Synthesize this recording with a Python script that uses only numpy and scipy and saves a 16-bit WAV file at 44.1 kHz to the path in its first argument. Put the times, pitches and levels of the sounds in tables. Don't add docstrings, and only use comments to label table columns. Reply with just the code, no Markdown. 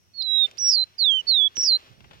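import sys
import numpy as np
from scipy import signal
from scipy.fft import rfft, irfft
from scipy.io import wavfile

SR = 44100
rng = np.random.default_rng(int(sys.argv[2]) if len(sys.argv) > 2 else 0)


def wav_record(signal):
    frames = np.transpose(np.atleast_2d(signal))
    bounded = np.clip(frames, -1, 1)
    quanta = np.round(bounded * 32767).astype(np.int16)
    wavfile.write(sys.argv[1], SR, quanta)


N = 97020


def undb(db):
    return 10 ** (np.asarray(db) / 20)


def on_log(points, hz):
    p = np.array(points, float)
    return np.interp(np.log(np.maximum(hz, 1)), np.log(p[:, 0]), p[:, 1])


def bins():
    return np.arange(N // 2 + 1) * SR / N


def noise(colour, tilt_db=0, channels=2):
    tilt = tilt_db * np.log2(np.clip(bins(), 200, 6000))
    spectrum = rfft(rng.standard_normal((channels, N)))
    x = irfft(spectrum * undb(on_log(colour, bins()) + tilt), N)
    return x / x.std()


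def walk(rate_hz):
    x = irfft(rfft(rng.standard_normal(N)) * np.exp(-2 * (bins() / rate_hz) ** 2), N)
    return x / x.std()


def swell(t, at, half):
    return np.exp(-((t - at) / half) ** 2)


def strike(t, at, decay, rise=0.00026):
    age = np.maximum(t - at, 0)
    return (1 - np.exp(-age / rise)) * np.exp(-age / decay)


def pan(db):
    return undb([[db / 2], [-db / 2]])


def from_left(colour, tilt_db=0):
    lead_s, diffuse = 0.0004194, 0.68
    source = noise(colour, tilt_db, channels=1)[0]
    late = irfft(rfft(source) * np.exp(-2j * np.pi * bins() * lead_s), N)
    direct = np.array([source, late])
    return (direct + diffuse * noise(colour, tilt_db)) / np.hypot(1, diffuse)


def open_country():
    # hz, level_db
    field_colour = [(25, -29), (45, -11.5), (70, -0.5), (110, 0), (220, -13), (1200, -23.5), (4800, -27),
                    (5700, -12), (6500, -29), (15500, -33)]
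    return undb(-64) * noise(field_colour)


def wind(t):
    # centre_s, half_length_s, level_db
    puffs = [(0.618, 0.02, -50.5), (1.914, 0.026, -49), (2.016, 0.063, -51), (2.154, .1, -54.5)]
    # hz, level_db
    puff_colour = [(25, -29), (45, -4), (70, 4.5), (130, 3.5), (220, -4), (400, -25), (1000, -61)]
    gusts = sum(undb(db) * swell(t, at, half) for at, half, db in puffs)
    return gusts * noise(puff_colour) * undb([[-15], [0]])


def handling(t):
    # centre_s, half_length_s, level_db
    swells = [(0.435, .17, -62), (1.277, .07, -60.5), (1.995, 0.36, -66.5)]
    # hz, level_db
    swell_colour = [(120, -20), (330, -0.5), (650, 0.5), (3000, -42.5)]
    level = sum(undb(db) * swell(t, at, half) for at, half, db in swells)
    return level * undb(1.8 * walk(50)) * from_left(swell_colour)


def rustle(t):
    # time_s, level_db
    rustle_level = [(0, -77), (.15, -70), (.28, -59.5), (.42, -59.5), (.49, -57), (.55, -59), (.6, -55.5),
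                    (.79, -63.5), (1.05, -61.5), (1.27, -56), (1.46, -61.5), (1.6, -54), (1.86, -54),
                    (1.98, -64), (2.2, -58)]
    # hz, level_db
    rustle_colour = [(140, -8), (350, -3.5), (650, -6.5), (1200, -2.5), (2000, -5), (3000, -1.5),
                     (4500, -7), (7000, -18.5), (9000, -26), (15000, -25.5)]
    level_db = np.interp(t, *np.array(rustle_level).T)
    return undb(level_db + 0.76 * walk(120)) * from_left(rustle_colour)


def cage(t):
    # start_s, level_db before the envelope, decay_s, left_minus_right_db, tilt_db_per_octave
    ticks = [(0.464, -47, 0.018, 0.5, 5.5), (0.481, -47.5, 0.0099, 4.5, -2), (0.512, -40, 0.0025, 0, 7.5),
             (0.572, -54, 0.0084, -22.5, 9.5), (.84, -46, 0.0015, -20, 6),
             (1.5691, -20.5, 0.00094, 8.5, 4.5), (1.632, -43.5, 0.0079, 11, -1),
             (2.005, -51, 0.0059, 12, -1.5), (2.042, -49.5, 0.0097, 8.5, -3.5),
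             (2.11, -44, 0.01, 8.5, -3.5), (2.132, -48, 0.019, 5, -1)]
    # hz, level_db
    tick_colour = [(150, -13), (450, 2), (1100, -0.5), (2000, 0.5), (3000, 5.5), (4500, -7), (7500, -16.5),
                   (15000, -37.5)]
    # start_s, level_db before the envelope, ring_hz, decay_s, left_minus_right_db
    bumps = [(1.579, -35, 308, 0.0021, 19), (1.634, -39.5, 317, 0.0041, 9.5),
             (1.708, -44.5, 346, 0.0067, 9)]
    out = np.zeros((2, N))
    for at, db, decay, side_db, tilt_db in ticks:
        burst = strike(t, at, decay) * from_left(tick_colour, tilt_db)
        out += undb(db) * pan(side_db) * burst
    for at, db, hz, decay, side_db in bumps:
        ring = strike(t, at, decay) * np.sin(2 * np.pi * hz * (t - at))
        out += undb(db) * pan(side_db) * ring
    return out


def scatter(x, t, t60, delay):
    tail = rng.standard_normal((2, N)) * np.exp(-np.log(1000) * t / t60) * (t > delay)
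    tail = tail / np.sqrt(np.sum(tail ** 2) / 2)
    return signal.fftconvolve(x[None], tail, axes=1)[:, :N]


def flutter(t):
    # centre_s, half_length_s, mean_rate_hz, swing_hz before cusp and roughness, tremolo_depth (0-1)
    trills = [(0.221, .0015, 149.9, 218.7, .6), (0.583, 0.0039, 300, 277.6, .6),
              (0.684, .012, 154.6, 139.1, 0), (0.721, 0.018, 283.8, 287, 0), (0.738, .018, 268, 100, 0.3),
              (1.608, 0.041, 140.4, 69.9, 0.1), (1.6605, .016, 151.5, 372, .3),
              (1.684, 0.016, 291, 79.5, 0.1)]
    uneven, cusp = .15, .4
    rough, rough_rate_hz = .25, 650
    hz = 5.2 * walk(210) + 11 * walk(390)
    gain = undb(.25 * walk(140))
    for at, half, rate, swing, depth in trills:
        turns = np.cumsum(rate * (1 + uneven * walk(rate))) / SR
        angle = 2 * np.pi * (turns - np.interp(at, t, turns))
        flick = np.cos(angle) + cusp * np.cos(2 * angle)
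        window = swell(t, at, half)
        hz = hz + swing * window * (flick + rough * walk(rough_rate_hz))
        dip = np.tanh(flick + 2 * rough * walk(rough_rate_hz))
        gain = gain * (1 - depth * window * dip)
    return hz, gain


def second_voice(t, phase):
    # centre_s, half_length_s, hz_above_whistle, level_db relative to the whistle
    entries = [(.2245, .004, 880, -3), (.726, .022, 560, -18), (1.657, .022, 420, -10)]
    voice = 0
    for at, half, hz, db in entries:
        voice = voice + undb(db) * swell(t, at, half) * np.sin(phase + 2 * np.pi * hz * (t - at))
    return voice


def overtones(pitch, phase, colour_db):
    # harmonic_hz, level_db
    overtone_levels = [(5900, -18.5), (6500, -35.5), (7450, -43), (8000, -50.5), (8600, -38.5), (9500, -53),
                       (11300, -52.5), (12000, -46.5), (13000, -45), (15700, -46)]
    total = 0
    for k in (2, 3, 4):
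        flicker_db = 4 * walk(55)
        fall_db = -5 * (k - 2)
        db = on_log(overtone_levels, k * pitch) + colour_db + fall_db + flicker_db
        total = total + undb(db) * np.sin(k * phase)
    return total


def bird(t):
    # time_s, pitch_hz before flutter, level_db before tremolo and ear shading
    notes = [
        [(.137, 4427, -54.5), (.175, 4360, -35.5), (.2, 4258, -24), (.214, 4070, -21), (.224, 3725, -23),
         (.229, 4180, -25), (.238, 4120, -27.5), (.275, 3890, -22), (.37, 3839, -15.5), (.44, 3650, -13.5),
         (.456, 3584, -17), (.465, 3584, -38)],
        [(.579, 4557, -44), (.588, 5636, -26), (.597, 5944, -26.5), (.615, 5733, -22), (.66, 5654, -17.5),
         (.7, 5565, -14), (.714, 5206, -17), (.738, 4920, -14.5), (.744, 4660, -15.5), (.756, 4696, -13),
         (.76, 4330, -19), (.785, 4110, -16), (.835, 4051, -18.5), (.843, 4200, -34.5)],
        [(.981, 4960, -52), (.995, 4576, -22), (1.025, 4134, -15), (1.06, 3632, -14.5), (1.095, 3361, -13),
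         (1.13, 3150, -16.5), (1.19, 3032, -19.5), (1.215, 2900, -37.5)],
        [(1.267, 4336, -56), (1.278, 4516, -22.5), (1.294, 4450, -13.5), (1.325, 4044, -14.5),
         (1.375, 3612, -14.5), (1.42, 3372, -13.5), (1.466, 3426, -14.5), (1.476, 3300, -17.5),
         (1.482, 3580, -41)],
        [(1.556, 5980, -42.5), (1.578, 5690, -25), (1.598, 5774, -20.5), (1.626, 5456, -23),
         (1.636, 6010, -16.5), (1.638, 5480, -20), (1.663, 5270, -20), (1.69, 4657, -13.3), (1.71, 4200, -16.5),
         (1.735, 4067, -13), (1.762, 4109, -18), (1.772, 4280, -30)],
    ]
    # left_ear_db, harmonics_db
    note_colour = [(-7.5, -2.5), (-1, -2.5), (-1, -6), (0, -4.5), (3, 1)]
    # hz, level_db
    left_shade = [(2900, -11), (3450, -28), (3600, -17.5), (3850, -13), (4250, -8.5), (4600, -17.5),
                  (4900, -20.5), (5200, -9.5), (5600, -3), (5950, -15.5), (13000, 1.5)]
    # hz, lead_radians
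    left_phase = [(3300, 1.5), (3600, 0), (3850, -0.26), (4400, -1.6), (5250, 0.24), (5800, -1.94),
                  (8000, 2)]
    # hz, level_db
    air_colour = [(2500, -14), (4000, -3.5), (7000, -11), (9000, -14), (11000, -7.5), (15500, -10.5)]
    edge_s = .002
    wobble, tremolo = flutter(t)
    song, effort = np.zeros((2, N)), np.zeros(N)
    for note, (left_db, overtone_db) in zip(notes, note_colour):
        s, hz, db = np.array(note, float).T
        gate = np.clip(1 + np.minimum(t - s[0], s[-1] - t) / edge_s, 0, 1)
        loud = np.interp(t, s, undb(db)) * np.sin(gate * np.pi / 2) ** 2 * tremolo
        pitch = np.interp(t, s, hz) + wobble
        phase = 2 * np.pi * np.cumsum(pitch) / SR
        tone = np.sin(phase) + second_voice(t, phase) + overtones(pitch, phase, overtone_db)
        song += np.sqrt(2) * loud * tone * undb([[left_db], [0]])
        effort += loud
    shade = undb(on_log(left_shade, bins())) * np.exp(1j * on_log(left_phase, bins()))
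    left = irfft(rfft(song[0]) * shade, N)
    air = undb(-57.5) * effort * noise(air_colour)
    return np.array([left, song[1]]) + air


def scene():
    t = np.arange(N) / SR
    background = open_country() + wind(t) + handling(t) + rustle(t)
    song = bird(t)
    short_echo = undb(-39) * scatter(song[1], t, t60=.06, delay=.012)
    long_echo = undb(-38) * scatter(song[1], t, t60=.25, delay=.008)
    return background + cage(t) + short_echo + long_echo + song


def record(dry):
    low_pass = signal.ellip(8, .2, 70, 15800, fs=SR, output="sos")
    return signal.sosfilt(low_pass, dry)


dry = scene()
out = record(dry)
wav_record(out)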